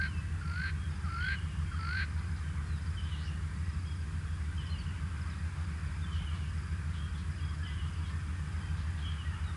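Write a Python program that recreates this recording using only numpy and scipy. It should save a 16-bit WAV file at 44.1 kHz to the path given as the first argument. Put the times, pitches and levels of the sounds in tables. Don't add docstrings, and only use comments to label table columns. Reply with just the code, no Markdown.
import sys
import numpy as np
from scipy import signal
from scipy.fft import rfft, irfft, next_fast_len
from scipy.io import wavfile
from scipy.ndimage import uniform_filter1d

SR = 44100
rng = np.random.default_rng(int(sys.argv[2]) if len(sys.argv) > 2 else 0)


def master_out(mix):
    frames = np.transpose(np.atleast_2d(mix))
    ceiling = np.clip(frames, -1, 1)
    pcm = np.round(ceiling * 32767).astype(np.int16)
    wavfile.write(sys.argv[1], SR, pcm)


N = 421596
TIME = np.arange(N) / SR


def gain_of(db):
    return 10 ** (np.asarray(db) / 20)


def evened(x):
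    return x / np.sqrt(np.mean(x ** 2) + 1e-20)


def read(points, hz):
    f, value = np.transpose(points)
    return np.interp(np.log(hz + 1), np.log(f + 1), value)


def follow(rows, t):
    s, *columns = np.transpose(rows)
    return [np.interp(t, s, c) for c in columns]


def add(mix, s, sound):
    part = mix[max(round(s * SR), 0):][:len(sound)]
    part += sound[:len(part)]


def wander(size, hz):
    f = np.fft.rfftfreq(size + SR, 1 / SR)
    spectrum = rfft(rng.standard_normal(size + SR))
    return evened(irfft(spectrum * np.exp(-(f / hz) ** 2)))[:size]


def coloured(spectrum):
    size = next_fast_len(N)
    gains = gain_of(read(spectrum, np.fft.rfftfreq(size, 1 / SR)))
    return evened(irfft(rfft(rng.standard_normal(size)) * gains, size)[:N])


def resonate(x, hz, width):
    turn = np.exp(2j * np.pi * np.cumsum(hz * np.ones(len(x))) / SR)
    r = np.exp(-np.pi * width / SR)
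    smoothed = signal.lfilter([(1 - r) ** 2], [1, -2 * r, r * r], x / turn)
    return 2 * (turn * smoothed).real


def slur(length, start_hz, middle_hz, end_hz, db, waver=0.004, flutter=0.36):
    u = np.linspace(0, 1, int(length * SR))
    arch = np.polyfit([0, .5, 1], [start_hz, middle_hz, end_hz], 2)
    hz = np.polyval(arch, u)
    shake, swell = signal.resample(rng.standard_normal((int(length * 200) + 2, 2)), len(u)).T
    tone = np.sin(2 * np.pi * np.cumsum(hz * (1 + waver * shake)) / SR)
    return gain_of(db) * np.sqrt(2) * tone * np.exp(flutter * swell) * signal.windows.tukey(len(u), .35)


def puff(length, hz, width, db):
    noise = resonate(rng.standard_normal(int(length * SR)), hz, width)
    return gain_of(db) * evened(noise) * signal.windows.tukey(len(noise), .5)


# frequency in Hz, relative density in dB per Hz.
AIR_SPECTRUM = [(320, -35), (550, -14), (725, -13), (1200, -2), (1390, -3.5), (1620, -3), (2100, -8.5),
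                (2380, -8.5), (2810, -13.5), (3220, -14.5), (4190, -20.5), (4870, -17), (5730, -22),
                (9000, -21), (11000, -23.5), (14300, -114), (22000, -120)]
# time in seconds, level in dB.
AIR_SWELL = [(0.3, -52.5), (2.2, -52.0), (3.0, -52), (3.9, -53), (4.8, -51.6), (5.6, -50.5), (6.5, -51.5),
             (7.6, -52.5), (8.5, -51), (9.3, -50.5)]
# centre in Hz, width setting in Hz, rms level in dB.
AIR_DRONES = [(1569, 64, -64.5), (1213, 400, -71)]


def air(level_db=-53.0, patchy_db=2.0, hiss_above_hz=4500):
    hz, t, z = signal.stft(coloured(AIR_SPECTRUM), SR, nperseg=1024, noverlap=768)
    patches = uniform_filter1d(rng.standard_normal(z.shape), size=12, axis=1)
    patches = evened(uniform_filter1d(patches, size=4, axis=0))
    db, = follow(AIR_SWELL, t)
    outdoors = 1 / (1 + (hz[:, None] / hiss_above_hz) ** 4)
    z = z * gain_of(level_db + outdoors * (db - db.mean() + patchy_db * patches))
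    wash = signal.istft(z, SR, nperseg=1024, noverlap=768)[1][:N]
    drones = np.zeros(N)
    for f, width, drone_db in AIR_DRONES:
        drones += gain_of(drone_db) * evened(resonate(rng.standard_normal(N), f, width))
    return wash + drones


# frequency in Hz, rms level in dB before the throb, swell with each throb
MACHINE_TONES = [(75.1, -39.3, .58, .52), (87.62, -42.2, -.32, -.13), (112.64, -61, 0, 0),
                 (150.19, -51, .9, -.6), (193.21, -64, .7, 0), (300.4, -69, -.3, 1.1)]
# frequency in Hz, relative density in dB per Hz.
RUMBLE_SPECTRUM = [(20, -28), (32, -28), (45, -8.5), (56, 0.5), (70, -3), (90, -4), (108, -7.5),
                   (130, -8.5), (150, -5), (180, -6.5), (200, -13.5), (230, -21.5), (330, -24), (480, -32),
                   (700, -49.5)]
RUMBLE_DB, THROB_HZ = -42.5, 7.04


def machine(drift=0.01):
    throb = 2 * np.pi * (THROB_HZ * TIME + rng.random())
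    tones = np.zeros(N)
    for hz, db, swell, sway in MACHINE_TONES:
        turn = 2 * np.pi * (hz * TIME + rng.random()) + sway * np.sin(throb)
        tones += gain_of(db) * np.sqrt(2) * (1 + swell * np.cos(throb)) * np.cos(turn)
    rumble = gain_of(RUMBLE_DB) * coloured(RUMBLE_SPECTRUM)
    return tones * (1 + drift * wander(N, 3)) + rumble


# frequency in Hz, time to die away by 60 dB in seconds.
BUSH_DECAY = [(500, 0.45), (1500, 0.62), (3000, 1), (6000, 0.2)]


def bush(x):
    taps = rng.standard_normal(SR) * (rng.random(SR) < 2000 / SR) * (np.arange(SR) > .008 * SR)
    hz, t, z = signal.stft(taps, SR, nperseg=256)
    fading = gain_of(-60 * t / read(BUSH_DECAY, hz)[:, None])
    tail = signal.istft(z * fading, SR, nperseg=256)[1]
    return signal.fftconvolve(x, tail / np.linalg.norm(tail))[:N]


# first note in seconds, last note in seconds,
# level in dB about which the notes vary.
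TWITTER_RUNS = [(0.045, 0.174, -66), (0.904, 1.176, -64.5), (2.049, 2.4, -68), (2.767, 3.034, -64.5),
                (3.5, 3.78, -67.5), (3.816, 4.003, -64), (4.559, 4.88, -67.5), (5.166, 5.383, -65),
                (5.55, 5.998, -66.5), (6.49, 6.712, -66), (7.31, 7.67, -64), (7.877, 8.2, -67.5),
                (8.473, 8.875, -67)]
FAINT_TWITTER_DB, FAINT_TWITTER_SHARE = -72, 0.55


def twitter(step_s=.046, length=0.0239, top_hz=5280, bottom_hz=4560, bout_hz=2.7):
    notes = []
    for first, last, db in TWITTER_RUNS:
        count = round((last - first) / step_s) + 1
        notes += [(s, db) for s in np.linspace(first, last, count)]
    mood = wander(N, bout_hz)
    singing = mood < np.quantile(mood, np.clip(FAINT_TWITTER_SHARE, 0, 1))
    for s in np.arange(0, TIME[-1], step_s):
        in_clear_run = any(first - step_s < s < last + step_s for first, last, _ in TWITTER_RUNS)
        if singing[int(s * SR)] and not in_clear_run:
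            notes.append((s, FAINT_TWITTER_DB))
    out = np.zeros(N)
    for s, db in notes:
        shift, size_db = rng.standard_normal(2)
        glide = np.linspace(top_hz, bottom_hz, 3) * (1 + .015 * shift)
        add(out, s, slur(length, *glide, db + size_db))
    return out


# start in seconds, length in seconds, centre in Hz, level in dB.
FAR_CHURRS = [(2.17, 0.037, 4100, -62), (2.354, .05, 4000, -63), (6.11, 0.084, 4400, -62),
              (6.32, .08, 4070, -63), (6.923, .091, 3100, -56.5), (7.165, 0.065, 3900, -59.5),
              (8.05, 0.075, 3700, -61), (8.758, .09, 3720, -61), (8.967, 0.072, 3300, -59)]
CHURR_WIDTH_HZ, CHURR_WIDENING = 1200, 2.5


def churrs():
    out = np.zeros(N)
    for s, length, hz, db in FAR_CHURRS:
        width = CHURR_WIDTH_HZ * (hz / PIPE_HZ) ** CHURR_WIDENING
        add(out, s, puff(length, hz, width, db))
    return out


# time in seconds, middle pitch in Hz, level in dB.
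BUZZ_CURVE = [(3.02, 3180, -66), (3.13, 3350, -57), (3.181, 3650, -61), (3.23, 4310, -58),
              (3.26, 5070, -57.5), (3.311, 5500, -68)]


def buzz(trill_hz=125, swing_hz=680):
    t = np.arange(BUZZ_CURVE[0][0], BUZZ_CURVE[-1][0], 1 / SR)
    hz, db = follow(BUZZ_CURVE, t)
    cycle = (t * trill_hz) % 1
    flick_hz = hz + 2 * swing_hz * (1 - 2 * cycle)
    tone = np.sin(2 * np.pi * np.cumsum(flick_hz) / SR) * np.sin(np.pi * cycle) ** 2
    out = np.zeros(N)
    add(out, t[0], gain_of(db) * evened(tone))
    return out


# start in seconds, length in seconds, top pitch in Hz, level in dB.
ARCHED_WHISTLES = [(0.749, 0.15, 3270, -67), (1.22, .087, 3285, -54), (1.652, 0.14, 3240, -65),
                   (2.423, 0.1, 3070, -66), (3.843, 0.11, 3300, -63), (4.25, 0.12, 3340, -67),
                   (4.665, .026, 5450, -65), (4.694, 0.046, 4220, -55.5), (6.987, .095, 3260, -58),
                   (7.397, .125, 3310, -61), (8.6, .12, 3170, -62.5), (9.017, .1, 3290, -54)]
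ARCH_RISE, ARCH_FALL = 0.0436, .05
# start in seconds, length in seconds, starting pitch in Hz, fall in Hz, level in dB.
DOWN_SLURS = [(0.073, .073, 3120, 446, -61), (.888, .09, 3740, 400, -69), (2.65, 0.16, 4330, 890, -66.5),
              (4.779, .045, 4660, 290, -58), (5.305, 0.042, 4020, 540, -65), (6.018, 0.039, 3660, 300, -59),
              (6.056, 0.051, 3130, 110, -60), (7.148, 0.027, 3540, 400, -57.5),
              (7.378, .026, 3100, 450, -59), (8.032, .04, 3450, 350, -60), (9.433, 0.096, 3940, 430, -60.5)]
SLUR_EARLY = .36
# start in seconds, length in seconds, middle pitch in Hz, level in dB.
LOW_PIPS = [(0.13, 0.091, 2630, -57), (3.47, 0.057, 1810, -59), (7.588, 0.074, 1700, -56),
            (7.658, 0.083, 2010, -57.5), (8.092, .065, 1790, -58), (9.245, 0.049, 1913, -53),
            (9.31, 0.049, 1795, -55)]
PIP_DROOP = 0.013
FAINT_PIPS_PER_S, FAINT_PIP_HZ, FAINT_PIP_SPREAD_HZ, FAINT_PIP_S, FAINT_PIP_DB = 2.0, 1900, 82, .075, -63.5


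def small_birds():
    out = np.zeros(N)
    for s, length, hz, db in ARCHED_WHISTLES:
        add(out, s, slur(length, hz * (1 - ARCH_RISE), hz, hz * (1 - ARCH_FALL), db))
    for s, length, hz, fall, db in DOWN_SLURS:
        add(out, s, slur(length, hz, hz - SLUR_EARLY * fall, hz - fall, db))
    faint = []
    for when, high in rng.random((round(FAINT_PIPS_PER_S * TIME[-1]), 2)):
        hz = FAINT_PIP_HZ + FAINT_PIP_SPREAD_HZ * (2 * high - 1)
        faint.append((when * TIME[-1], FAINT_PIP_S, hz, FAINT_PIP_DB))
    for s, length, hz, db in list(LOW_PIPS) + faint:
        add(out, s, slur(length, hz * (1 + PIP_DROOP), hz, hz * (1 - PIP_DROOP), db))
    return out


# start in seconds, level of the notes in dB,
# hoarse breath of the first note in dB.
PIPING_PHRASES = [(1.203, -55, -63), (2.965, -51.5, -64), (4.575, -52, -59.5), (6.114, -55, -56.5),
                  (7.628, -55.5, -56), (9.035, -54, -59)]
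PIPE_HZ, PIPE_FALL_HZ, PIPE_S = 3170, 252.5, .054
PIPE_STEP_S, PIPE_STEP_HZ, LAST_NOTE_DB = .143, 99.2, -6
TRAIL_S, TRAIL_DB, TRAIL_FALL_HZ = .072, -12.5, 60


def piping(count=3, waver=.007, flutter=0.39, hoarse_s=.15, hoarse_width_hz=560, hoarse_above_hz=70,
           hoarse_step_db=3.5):
    out = np.zeros(N)
    for start, db, hoarse_db in PIPING_PHRASES:
        for k in range(count):
            s = start + k * PIPE_STEP_S
            hz = PIPE_HZ - k * PIPE_STEP_HZ
            note_db = db + LAST_NOTE_DB * (k == count - 1)
            middle = hz - PIPE_FALL_HZ / 2
            note = slur(PIPE_S, hz, middle, hz - PIPE_FALL_HZ, note_db, waver, flutter)
            trail = slur(PIPE_S, middle + TRAIL_FALL_HZ / 2, middle, middle - TRAIL_FALL_HZ / 2,
                         note_db + TRAIL_DB, waver, flutter)
            haze_db = hoarse_db - k * hoarse_step_db
            add(out, s, note)
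            add(out, s + TRAIL_S, trail)
            add(out, s, puff(hoarse_s, middle + hoarse_above_hz, hoarse_width_hz, haze_db))
    return out


TOP_HZ, CLIMB_LEAD_S, CLIMB_S = 1598, .052, 0.0288
PUSH_DB, PUSH_S = 2.5, .02
FULL_LEAD_S, RASP_SWELL_DB_PER_S, SHRILL_SWELL_DB_PER_S = 0.031, 57, 55
RELEASE_S, SAG_HZ_PER_S, WHISTLE_FADE_DB_PER_S, SHRILL_FADE_DB_PER_S = 0.046, 1870, 290, 141
RASP_STOP_S, RASP_STOP_DB, SHRILL_STOP_DB = 0.022, 17, 5


def call_shape(t, break_s, end_s, low_hz, swell, tone_db, harsh_db, top_db):
    u = t - break_s
    released = np.maximum(t - end_s + RELEASE_S, 0)
    hz = low_hz + (TOP_HZ - low_hz) / (1 + np.exp(-(u + CLIMB_LEAD_S) / CLIMB_S)) - SAG_HZ_PER_S * released
    push = PUSH_DB * np.exp(-(t - t[0]) / PUSH_S)
    stopping = np.maximum(1 - (end_s - t) / RASP_STOP_S, 0)
    tone_db = tone_db + push + swell * np.minimum(u + FULL_LEAD_S, 0) - WHISTLE_FADE_DB_PER_S * released
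    harsh_db = harsh_db + RASP_SWELL_DB_PER_S * u - RASP_STOP_DB * stopping
    top_db = top_db + SHRILL_SWELL_DB_PER_S * np.minimum(u, 0)
    top_db = top_db - SHRILL_FADE_DB_PER_S * released - SHRILL_STOP_DB * stopping
    return hz, tone_db, harsh_db, top_db


# centre in Hz, width setting in Hz, relative level in dB.
THROAT_RESONANCES = [(1640, 520, 0), (2107, 290, 1.5), (2460, 350, -2.5), (3060, 520, -11)]
RASP_FLOOR = .32


def hornbill(start_s, break_s, end_s, low_hz, swell, whistle_db, rasp_db, shrill_db, catch,
             rasp_hz=49.4, merge_s=0.021, rattle_hz=450, jitter=0.3, catch_lead_s=0.027, catch_s=0.0034,
             shrill_hz=4280, shrill_width=620, shrill_fall=2000, uneven_db=0.7):
    t = np.arange(start_s, end_s, 1 / SR)
    size = len(t)
    hz, tone_db, harsh_db, top_db = call_shape(t, break_s, end_s, low_hz, swell, whistle_db, rasp_db, shrill_db)
    merged = np.clip((t - break_s) / merge_s, 0, 1)
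    bursts = (.5 + .5 * np.cos(2 * np.pi * rasp_hz * (t - break_s))) ** 2
    bursts *= gain_of(uneven_db * wander(size, 40))
    rasping = (1 - merged) * (RASP_FLOOR + bursts) + merged
    shaken = rasping * np.minimum(gain_of(harsh_db - tone_db), 1)
    turns = np.cumsum(hz * (1 + (.003 + .06 * shaken) * wander(size, 450))) / SR
    whistle = np.sin(2 * np.pi * turns) * (1 + (.1 + .4 * shaken) * wander(size, 160))
    whistle *= 1 - catch * np.exp(-((t - break_s + catch_lead_s) / catch_s) ** 2)
    slaps = np.floor(np.cumsum(rattle_hz * np.exp(jitter * wander(size, 500))) / SR)
    drive = rasping * (evened(np.diff(slaps, prepend=0)) + .2 * rng.standard_normal(size))
    rasp = np.zeros(size)
    for k, (f, width, db) in enumerate(THROAT_RESONANCES):
        rasp += (-1) ** k * gain_of(db) * resonate(drive, f, width)
    shrill = resonate(drive, shrill_hz - shrill_fall * (t - break_s), shrill_width)
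    call = gain_of(tone_db) * evened(whistle)
    call += gain_of(harsh_db) * evened(rasp)
    call += gain_of(top_db) * evened(shrill)
    return t[0], call * signal.windows.tukey(size, .02)


# start in seconds,
# break in seconds, end in seconds, pitch in Hz from which it climbs, swell of the whistle in dB per second,
# base levels of whistle, rasp and shrill top in dB, depth of the catch before the break from 0 to 1.
CALLS = [(0, 0.037, .086, 1450, 60, -35.5, -46, -50, 0),
         (0.448, .640, .719, 1370, 91, -38.5, -48.5, -52.5, .85),
         (1.082, 1.287, 1.364, 1350, 74, -35.5, -45.5, -51.5, 0.97),
         (1.789, 1.972, 2.055, 1320, 71, -37, -45, -48, 0.2)]
# start in seconds,
# length in seconds, starting pitch in Hz, fall in Hz, level in dB.
LEAD_IN_NOTES = [(0.407, 0.036, 1453, 110, -52.5), (1.036, 0.055, 1427, 310, -48),
                 (1.709, 0.049, 1434, 200, -50), (1.756, 0.029, 1450, 20, -53)]


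def hornbill_calls(lead_rasp_db=-12, lead_rasp_hz=1800, lead_width_hz=1500, lead_shrill_db=-65,
                   lead_shrill_hz=4600, lead_shrill_width_hz=800):
    out = np.zeros(N)
    for row in CALLS:
        add(out, *hornbill(*row))
    for s, length, hz, fall, db in LEAD_IN_NOTES:
        add(out, s, slur(length, hz, hz - fall / 2, hz - fall, db, waver=0.015))
        add(out, s, puff(length, lead_rasp_hz, lead_width_hz, db + lead_rasp_db))
        add(out, s, puff(length, lead_shrill_hz, lead_shrill_width_hz, lead_shrill_db))
    return out


def scene(near_echo_db=-23, far_echo_db=-12):
    background = machine() + air()
    far = piping() + small_birds() + churrs() + buzz() + twitter()
    near = hornbill_calls()
    echoes = bush(gain_of(near_echo_db) * near + gain_of(far_echo_db) * far)
    return (near + far + echoes + background)[None]


EDGE_HZ = 11200


def record(dry):
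    low_pass = signal.firwin(511, EDGE_HZ, window=("kaiser", 9), fs=SR)
    return signal.oaconvolve(dry, low_pass[None], "same")


dry = scene()
out = record(dry)
master_out(out)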